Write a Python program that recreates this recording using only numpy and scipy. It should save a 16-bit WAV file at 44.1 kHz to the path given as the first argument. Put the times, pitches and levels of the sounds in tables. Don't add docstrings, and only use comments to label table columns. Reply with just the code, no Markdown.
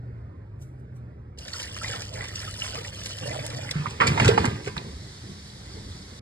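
import sys
import numpy as np
from scipy import signal
from scipy.fft import rfft, irfft, next_fast_len
from scipy.io import wavfile
from scipy.ndimage import uniform_filter1d, map_coordinates

SR = 44100
rng = np.random.default_rng(int(sys.argv[2]) if len(sys.argv) > 2 else 0)


def store_pcm(level_fs):
    pcm = np.round(np.clip(level_fs, -1, 1) * 32767).astype(np.int16)
    wavfile.write(sys.argv[1], SR, np.atleast_2d(pcm).T)


N = 273905

# t/s, length/s, f/Hz, sink/(Hz/s), level/dB
HUM_TONES = [(-.03, 0.21, 119, 19, -39), (0.304, 0.2, 111.1, 17, -43.5), (0.548, 0.53, 132.4, 22, -44),
             (1.706, 2.82, 102.7, 1.566, -45), (5.184, 0.81, 194.2, 0.4, -54)]
# peak t/s, level/dB, swell/s
SWISHES = [(0.624, -52.5, 0.011), (.799, -73, 0.011), (0.966, -65, 0.012)]
# t/s, length/s, gurgle/dB, bubbling/dB, spatter/dB
PLUNGES = [(1.529, 0.097, -64, -43.5, -39), (1.805, 0.13, -52, -40, -40), (1.885, 0.072, -44.5, -37, -43),
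           (2.11, 0.073, -46, -42, -65), (2.188, 0.047, -54, -37.5, -61), (2.329, 0.13, -57, -42.5, -41),
           (2.546, 0.079, -59, -58, -41), (2.612, 0.058, -51, -38.5, -37.5), (2.73, 0.033, -42, -42, -42.5),
           (3.042, 0.066, -53.5, -47.5, -41), (3.2, 0.16, -41.5, -41, -46),
           (3.383, 0.35, -46, -44.5, -61.5)]
# t/s, length/s, level/dB
POUNDING = [(3.2, 0.89, -37.5)]
# t/s, half length/s, dip/dB
THINNINGS = [(1.404, 0.057, -6), (2.109, .022, -7.5), (2.826, 0.0046, -6.5), (2.917, 0.016, -3)]
# t/s, snap/dB, plop/dB, snap length/s
SPLASHES = [(1.386, -33, -65, 0.0025), (1.481, -32.5, -44.5, 0.0027), (1.533, -29, -45, 0.0032),
            (1.598, -39.5, -38, 0.0018), (1.628, -28, -56, 0.0027), (1.765, -33, -39.5, 0.0017),
            (1.776, -33, -40, 0.00084), (2.019, -28.5, -39, 0.0022), (2.139, -31, -62, 0.0019),
            (2.152, -45, -55, .0025), (2.239, -37.5, -44, 0.0058), (2.284, -28, -52, .0015),
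            (2.356, -21.5, -43, 0.00052), (2.415, -33, -42, 0.0031), (2.511, -26, -60, 0.00068),
            (2.54, -30, -65, 0.0015), (2.609, -35, -47, 0.0055), (2.755, -32, -35.5, 0.0013),
            (2.846, -37, -42, 0.0037), (3.014, -37, -44, 0.0016), (3.036, -27, -58, .001),
            (3.058, -23.5, -38.5, 0.0029), (3.185, -28.5, -50, .0014), (3.272, -29, -58, 0.0043),
            (3.391, -50, -37.5, 0.0015), (3.463, -30.5, -43, 0.0016), (3.501, -32, -41, 0.0023),
            (3.567, -36.5, -62, .0059), (3.71, -20, -39, 0.0026)]
# t/s, level/dB, f/Hz, t60/s
BUBBLES = [(1.533, -22, 4430, 0.017), (1.542, -30.5, 1410, 0.031), (1.765, -31, 1140, 0.023),
           (1.815, -30, 1305, 0.047), (1.844, -19, 1970, .016), (2.208, -24.5, 1940, 0.02),
           (2.291, -31, 1820, .015), (2.359, -15.5, 5400, 0.006), (2.477, -34, 1240, 0.066),
           (2.62, -17, 2820, 0.022), (2.754, -23.5, 1090, 0.018), (2.778, -31.5, 1210, 0.031),
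           (2.848, -30.5, 1800, 0.02), (3.257, -28, 558, 0.089), (3.28, -33, 705, 0.04),
           (3.305, -26.5, 597, .07), (3.33, -27.5, 843, 0.055), (3.313, -30.5, 1940, 0.04),
           (3.388, -24, 580, 0.037), (3.4655, -7.5, 8000, 0.001), (3.59, -25.5, 600, .03),
           (3.691, -21.5, 1980, 0.012), (3.73, -32, 3600, 0.0072), (3.858, -18, 1174, 0.03),
           (3.884, -28, 3370, 0.0094), (4.003, -6, 1040, 0.015), (4.008, -8, 1810, 0.016),
           (4.017, -6, 1146, 0.022), (4.02, -10.5, 1950, 0.019), (4.071, -18, 2140, 0.019),
           (4.072, -20, 7400, .012), (4.176, -13, 915, 0.05), (4.176, -15, 1850, 0.018),
           (4.199, -10, 2190, 0.025), (4.2, -12, 858, .03), (4.2, -8.5, 2690, .012),
           (4.378, -12, 1320, 0.014), (4.378, -5.5, 808, 0.022), (4.767, -22, 2090, 0.0094),
           (4.779, -22, 1900, 0.0046), (4.779, -10.5, 3900, 0.0045)]
# t/s, length/s, level/dB
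GUSHES = [(3.745, 0.39, -45), (4.005, 0.075, -31.5), (4.09, 0.17, -32), (4.2, 0.1, -26.5),
          (4.37, 0.035, -31), (4.43, 0.023, -32), (4.655, 0.014, -42), (4.76, 0.011, -43)]
# t/s, length/s, level/dB
SWELLS = [(4.84, 0.044, -37.5), (5.23, 0.09, -40.5), (5.75, 0.029, -44.5), (6.11, 0.018, -49)]
# t/s, level/dB, spray offset/dB, length/s, tone/ratio to SLAP_EQ
SLAPS = [(3.736, -43, -9, 0.073, 1.33), (3.865, -29, -20, 0.0037, 1.06), (3.899, -48, 6, 0.0091, 1.3),
         (4.002, -18.5, -21, 0.0034, 1.08), (4.01, -18.5, -16, .004, 1.11), (4.016, -21, -29, 0.021, 1.09),
         (4.0684, -28.5, 2, 0.012, 0.93), (4.177, -22.5, -16, 0.0046, 1.03), (4.193, -32, -2, .003, 0.79),
         (4.199, -19, -11, 0.0043, 0.92), (4.217, -38, -18, 0.0042, .9), (4.247, -21, -4, 0.0072, 1.2),
         (4.279, -21.5, 0.5, 0.0052, 1.9), (4.311, -27, -18, 0.0043, 1.4), (4.377, -20, -15, 0.0067, 1.1),
         (4.444, -19.5, -23, 0.0031, 0.82), (4.454, -25, -2, 0.0043, 1.04), (4.643, -53.5, 11, 0.017, 1),
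         (4.67, -45, -19, .003, .85), (4.674, -30.5, -13, 0.0047, 0.97), (4.766, -32.5, -7, 0.0036, 0.77),
         (4.781, -46, 3, 0.0014, 1.2)]
# t/s, level/dB, f/Hz, t60/s
THUDS = [(3.755, -20, 153, 0.14), (3.796, -23, 152, 0.18), (3.871, -25, 141, 0.066), (4.08, -17, 121, 0.11),
         (4.104, -15.5, 138, 0.14), (4.214, -13.5, 131, 0.066), (4.253, -12, 101.7, 0.12),
         (4.272, -10.5, 122, 0.043), (4.288, -7.5, 418.5, 0.076), (4.306, -19.5, 115, 0.073),
         (4.393, -18, 86, 0.09), (4.444, -20, 244, 0.095), (4.476, -10, 110, 0.03),
         (4.673, -16.5, 420, 0.026), (4.771, -21, 143, 0.036), (5.765, -41.5, 431, 0.16)]
# t/s, level/dB
KNOCKS = [(4.012, -25), (4.288, -14), (4.38, -28)]
# f/Hz, level/dB, t60/s
BOWL_MODES = [(395, -4, .09), (458, -2.5, .36), (522, -26, .45), (792, -25, .55), (997, -21, .5),
              (1228, -22, .5), (1394, -27, .5), (1600, -27, .5), (1805, -22, .45), (1986, -27, .4),
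              (2154, -25, .45), (2366, -29, .35), (2623, -32, .3), (3055, -29, .25)]

# f/Hz, level/dB
RUMBLE_EQ = [(22, -37), (31, -14), (42, -9.5), (75, 3), (130, -3.5), (220, -11.5), (450, -17.5), (800, -28),
             (1500, -32), (2200, -36.5), (3200, -49), (5000, -51), (7000, -59.5), (15000, -73)]
GURGLE_EQ = [(150, -29), (300, 6), (450, 4.5), (600, 5.5), (800, 1), (1200, 6), (2500, -15)]
BUBBLING_EQ = [(500, -1), (900, -3), (1300, -1.5), (1900, 6.5), (2400, 6), (2900, 0), (3600, 13.5),
               (6000, -50)]
SPATTER_EQ = [(1500, -53), (2900, 3.5), (3700, -6), (5000, 4.5), (6500, -1.5), (8500, -2.5), (11000, -8.5),
              (12300, -15), (15000, -24.5)]
DRAIN_EQ = [(1200, -26), (2000, -5), (2700, -8), (3500, 1), (4900, 3), (6500, -3.5), (8500, -7),
            (11000, -16), (15000, -31.5)]
BOWL_DRUM_EQ = [(50, -17), (100, 8.5), (160, 3.5), (240, -1.5), (400, -5.5), (550, -11.5), (1000, -35)]
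SPRAY_EQ = [(1200, -21), (2500, 7), (3700, -2), (5000, 3), (7800, -0.5), (10000, -10.5), (12000, -14),
            (15000, -27)]
SLAP_EQ = [(150, -24), (400, -12), (620, -9), (950, 1), (1250, -1), (1500, -7), (1900, 0), (2400, -7),
           (3200, -15), (5000, -25), (12000, -55)]
POWDER_EQ = [(3000, -5), (4500, -12), (5800, -1), (7000, -5), (8500, -2.5), (10000, -7), (11000, -2),
             (15000, -24)]
POT_DRUM_EQ = [(90, -20), (120, 12.5), (150, 2.5), (210, -12), (300, -4), (450, -52), (800, -39)]
SNAP_EQ = [(1200, -36), (3000, 20.5), (5000, 21), (8500, 12), (11000, 5.5), (15000, -14)]
PLOP_EQ = [(200, 1), (550, 16), (1200, 5), (2000, 21.5), (3000, 12.5), (6000, -2), (12000, -52)]
TRICKLE_EQ = [(400, -5), (800, 3), (1400, 0), (2100, 3), (2800, -21)]
SLOSH_EQ = [(400, 8.5), (600, -5.5), (1000, -1), (1400, -6.5), (2000, 0.5), (2800, 0), (5000, -4)]

# f/Hz, left lead/rad, left over right/dB, scattered share/0-1
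POT_PATH = [(100, -.05, 0, 0), (300, -.7, -1, .08), (600, -1.7, -3.5, .05), (950, -2.9, -5, .55),
            (1300, -6, -4, .3), (1750, -5.9, -3, .07), (2200, -4.4, -3, .33), (2900, -3.4, -2, .12),
            (4600, -4.7, 0, .35), (6000, -3.1, 0, .03), (7700, 0, 0, .15), (10000, 2, 0, .5),
            (14000, 6.3, 0, .1)]
BOWL_PATH = [(100, -.17, -.3, 0), (200, -.33, -.4, .01), (400, -.95, -1, .03), (700, -2, -5, .25),
             (1050, -3, -6.5, .5), (1750, 0, -4.5, .17), (2250, 1.6, -4, .45), (2750, 3.1, -3, .06),
             (4600, .6, -1, .45), (6100, 3.1, 0, .12), (7700, 6.3, 0, .15), (11000, 7, 0, .45),
             (15000, 12.5, 0, .2)]

POUR_START_S, TIP_START_S, DRAIN_END_S = 1.376, 3.73, 6.195
TIME = np.arange(N) / SR


def amp(db):
    return 10 ** (np.asarray(db) / 20)


def unit(x):
    return x / np.sqrt(np.mean(x ** 2) + 1e-20)


def along(points, hz):
    f, values = np.transpose(points)
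    return np.interp(np.log(hz + 1), np.log(f), values)


def wobble(rate):
    return map_coordinates(rng.standard_normal(4096), [TIME * rate], mode="wrap")


def filtered(x, response):
    size = next_fast_len(N + 8192)
    return irfft(rfft(x, size) * response(np.fft.rfftfreq(size, 1 / SR)), size)[..., :N]


def coloured(x, eq):
    (low_hz, low_db), (high_hz, high_db) = eq[0], eq[-1]
    closed = [(low_hz / 2, low_db - 40), *eq, (high_hz * 2, high_db - 40)]
    return unit(filtered(x, lambda hz: amp(along(closed, hz))))


def noise(eq):
    return coloured(rng.standard_normal(N), eq)


def add(track, s, sound):
    part = track[max(round(s * SR), 0):][:len(sound)]
    part += sound[:len(part)]


def between(start, end):
    return uniform_filter1d(((TIME >= start) & (TIME <= end)) * 1., size=256)


def held(rows, rise_s, fall_db_per_s):
    power = np.zeros(N)
    for s, length, db in rows:
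        attack = np.clip((TIME - s) / rise_s, 0, 1)
        release_db = fall_db_per_s * np.maximum(TIME - s - length, 0)
        power += (attack * amp(db - release_db)) ** 2
    return np.sqrt(power)


def burst(length, softness):
    age = np.arange(SR // 4) / SR / length
    shape = age ** softness * np.exp(-age)
    return shape / shape.max()


def bubble(t, hz, t60, climb):
    age = np.minimum(t / t60, 1.5)
    chirp = np.sin(2 * np.pi * hz * t * (1 + climb * age / 2))
    return chirp * amp(-60 * t / t60) * (1 - np.exp(-2 * hz * t))


def swarm(per_s, low_hz, high_hz, cycles, spread_db, climb, samples):
    count = min(int(per_s * N / SR), 8000)
    draws = np.random.default_rng(rng.integers(2 ** 31)).random((count, 4))
    when, pitch, life, strength = draws.T[:, :, None]
    hz = low_hz * (high_hz / low_hz) ** pitch
    gain = amp(-spread_db * np.log(1 - .97 * strength))
    offsets = np.arange(samples)
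    grains = gain * bubble(offsets / SR, hz, cycles * (.5 + life) / hz, climb)
    positions = (when * N).astype(int) + offsets
    return unit(np.bincount(positions.ravel(), grains.ravel(), N)[:N])


def ports(x, path, t60, hop=2048):
    path = np.array(path)
    phase, balance_db, share = (lambda hz, k=k: along(path[:, [0, k]], hz) for k in range(1, 4))
    t = np.arange(2 * hop) / SR
    decay = amp(-60 * t / t60) * (1 - np.exp(-t / 0.000082))
    fade = np.sqrt(signal.windows.hann(2 * hop))
    padded = np.pad(x, (0, 2 * hop))
    scattered = np.zeros((2, N))
    for start in range(0, N, hop):
        for port in scattered:
            tail = rng.standard_normal(len(t)) * decay / np.linalg.norm(decay)
            add(port, start / SR, signal.fftconvolve(fade * padded[start:start + 2 * hop], tail))
    side = np.array([[.5], [-.5]])
    direct = filtered(x, lambda hz: np.sqrt(1 - share(hz)) * np.exp(1j * side * phase(hz)))
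    diffuse = filtered(scattered, lambda hz: np.sqrt(share(hz)))
    return filtered(direct + diffuse, lambda hz: amp(side * balance_db(hz)))


def background(rumble_db=-42.5, sway_db=1.76):
    bed = amp(rumble_db + sway_db * wobble(2.78)) * noise(RUMBLE_EQ)
    for s, length, hz, sink, db in HUM_TONES:
        pitch_hz = (hz - sink * (TIME - s)) * (1 + 0.012 * wobble(17))
        level = held([(s, length, db)], rise_s=0.016, fall_db_per_s=64) * amp(0.4 * wobble(5.3))
        bed += level * np.sqrt(2) * np.sin(2 * np.pi * np.cumsum(pitch_hz) / SR)
    return bed


def spice():
    swish = sum(amp(db) * np.exp(-abs(TIME - s) / swell) for s, db, swell in SWISHES)
    settling = held([(s, swell, db) for s, db, swell in SWISHES], rise_s=0.01, fall_db_per_s=125)
    return np.hypot(swish, amp(-15) * settling) * noise(POWDER_EQ)


def runoff(hiss_db=-49, trickle_db=-55.5):
    fizz = swarm(1200, 2380, 12000, cycles=5.7, spread_db=2.5, climb=.05, samples=150)
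    drips = swarm(38, 2750, 12500, cycles=22, spread_db=3.5, climb=.05, samples=300)
    waver_db = 0.6 * unit(wobble(9) + wobble(40))
    hiss = coloured(0.38 * fizz + amp(-16.5) * drips + rng.standard_normal(N), DRAIN_EQ)
    return amp(hiss_db + waver_db) * hiss + amp(trickle_db) * noise(TRICKLE_EQ)


def drain(floor_share=0.34):
    near = np.sqrt(1 - floor_share) * ports(runoff(), BOWL_PATH, t60=0.078)
    wide = np.sqrt(floor_share) * np.array([runoff(), runoff()])
    return between(TIP_START_S, DRAIN_END_S) * (near + wide)


def pour():
    plunges = np.array(PLUNGES)
    release = dict(rise_s=0.026, fall_db_per_s=173)
    gurgle_level, bubbling_level, spatter_level = (
        np.hypot(amp(floor_db), held(plunges[:, [0, 1, column]], **release))
        for column, floor_db in [(2, -55), (3, -49), (4, -43.5)])
    surge = wobble(60)
    drum = noise(POT_DRUM_EQ)
    large = swarm(420, 447, 927, cycles=21, spread_db=1.5, climb=0.042, samples=2400)
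    gurgle = coloured(large + 0.24 * rng.standard_normal(N), GURGLE_EQ)
    medium = swarm(700, 840, 3260, cycles=13, spread_db=2.2, climb=0.081, samples=1200)
    froth = coloured(medium + 0.6 * rng.standard_normal(N), BUBBLING_EQ)
    fine = swarm(1280, 2600, 13000, cycles=16, spread_db=3.2, climb=.06, samples=500)
    fizz = fine + 0.75 * rng.standard_normal(N)
    ticks = swarm(30, 2900, 11000, cycles=3.7, spread_db=1, climb=0, samples=200)
    pings = swarm(36.5, 1290, 5100, cycles=35, spread_db=2.5, climb=0.098, samples=1200)
    drum_level = np.hypot(amp(0.5) * gurgle_level, held(POUNDING, **release))
    pool = gurgle_level * amp(2 + 0.65 * surge) * gurgle + drum_level * drum
    bubbling = bubbling_level * amp(0.5 * surge) * (amp(-1.7) * froth + amp(-9.5) * pings)
    spatter = spatter_level * amp(0.6 + 1.03 * surge) * coloured(fizz + amp(-8.5) * ticks, SPATTER_EQ)
    thinning_db = sum(db * np.exp(-((TIME - s) / width) ** 2) for s, width, db in THINNINGS)
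    return between(POUR_START_S, TIP_START_S) * (pool + amp(thinning_db) * (bubbling + spatter))


def splashes(snap_trim_db=-4, plop_trim_db=3):
    snaps, plops = np.zeros(N), np.zeros(N)
    for s, snap_db, plop_db, length in SPLASHES:
        add(snaps, s, amp(snap_db + snap_trim_db) * burst(length, softness=.5))
        add(plops, s, amp(plop_db + plop_trim_db) * burst(2 * length, softness=.5))
    return snaps * noise(SNAP_EQ) + plops * noise(PLOP_EQ)


def plinks(start, end, climb, flutter, trim_db=1):
    out, t = np.zeros(N), np.arange(SR // 5) / SR
    for s, db, hz, t60 in BUBBLES:
        if start <= s < end:
            add(out, s, amp(db + trim_db) * bubble(t, hz, t60, climb))
    return out * (1 + flutter * wobble(700)) / np.hypot(1, flutter)


def broth():
    slosh_level = held(GUSHES, rise_s=0.0085, fall_db_per_s=113)
    drum_level = amp(2) * held(GUSHES, rise_s=0.0085, fall_db_per_s=73)
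    swell_level = held(SWELLS, rise_s=0.011, fall_db_per_s=152)
    bubbles = swarm(700, 614, 2960, cycles=3.4, spread_db=1, climb=0.06, samples=900)
    slosh = coloured(bubbles + rng.standard_normal(N), SLOSH_EQ)
    drumming = np.hypot(drum_level, swell_level) * noise(BOWL_DRUM_EQ)
    spray = amp(-12.5) * noise(SPRAY_EQ)
    return between(TIP_START_S, DRAIN_END_S) * (drumming + slosh_level * (slosh + spray))


def slurp(start_s=4.212, length_s=0.093, db=-28.5, start_hz=1900, octaves_per_s=7.8, width_hz=200):
    age = np.clip(TIME - start_s, 0, 2 * length_s)
    phase = 2 * np.pi * np.cumsum(start_hz * 2 ** (-octaves_per_s * age)) / SR
    noise_band = wobble(2 * width_hz) * np.sin(phase) + wobble(2 * width_hz) * np.cos(phase)
    return held([(start_s, length_s, db)], rise_s=0.0067, fall_db_per_s=600) * unit(noise_band)


def bone_knocks(trim_db=-1):
    out, t = np.zeros(N), np.arange(SR // 2) / SR
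    attack = 1 - np.exp(-t / .003)
    for s, db in KNOCKS:
        ring = sum(amp(mode_db + rng.normal(0, 0.94) - 60 * t / t60) * np.sin(2 * np.pi * hz * t)
                   for hz, mode_db, t60 in BOWL_MODES)
        add(out, s, amp(db + trim_db) * attack * ring)
    return out


def bowl_ring(drive):
    t = np.arange(SR // 2) / SR
    modes = sum(amp(-60 * t / t60) * np.sin(2 * np.pi * hz * t) for hz, _, t60 in BOWL_MODES)
    return drive.std() * unit(signal.fftconvolve(drive, modes)[:N])


def thuds(trim_db=4.5, low_cut_hz=55):
    out, t = np.zeros(N), np.arange(SR // 2) / SR
    attack = 1 - np.exp(-t / 0.0026)
    for s, db, hz, t60 in THUDS:
        add(out, s, amp(db + trim_db - 60 * t / t60) * attack * np.sin(2 * np.pi * hz * t))
    return signal.sosfilt(signal.butter(4, low_cut_hz, "highpass", fs=SR, output="sos"), out)


def meat_slaps(slap_trim_db=2, spray_trim_db=3, ring_db=-10, soft_hz=5540):
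    slaps, spray_level = np.zeros(N), np.zeros(N)
    for s, db, spray_db, length, tone in SLAPS:
        shape = burst(length, softness=0.14)
        eq = amp(along(SLAP_EQ, np.fft.rfftfreq(len(shape), 1 / SR) / tone))
        squelch = irfft(rfft(rng.standard_normal(len(shape))) * eq, len(shape))
        add(slaps, s, amp(db + slap_trim_db) * shape * unit(squelch))
        add(spray_level, s, amp(db + spray_db + spray_trim_db) * burst(length, softness=0.45))
    droplets = swarm(1300, 2230, 14900, cycles=3.4, spread_db=3, climb=0.059, samples=150)
    spray = coloured(droplets + 0.38 * rng.standard_normal(N), SPRAY_EQ)
    smack = filtered(slaps, lambda hz: 1 / (1 + (hz / soft_hz) ** 6))
    return smack + amp(ring_db) * bowl_ring(smack) + spray_level * spray


def scene():
    pot = spice() + pour() + splashes() + plinks(0, TIP_START_S, climb=0.24, flutter=0.066)
    pot_stereo = ports(pot, POT_PATH, t60=0.038)
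    meat = meat_slaps() + thuds() + slurp()
    air_pockets = plinks(TIP_START_S, DRAIN_END_S, climb=0.13, flutter=0.5)
    bowl = meat + air_pockets + bone_knocks() + broth()
    return pot_stereo + ports(bowl + background(), BOWL_PATH, t60=0.046) + drain()


def record(dry):
    return filtered(dry, lambda hz: hz < 15850)


dry = scene()
out = record(dry)
store_pcm(out)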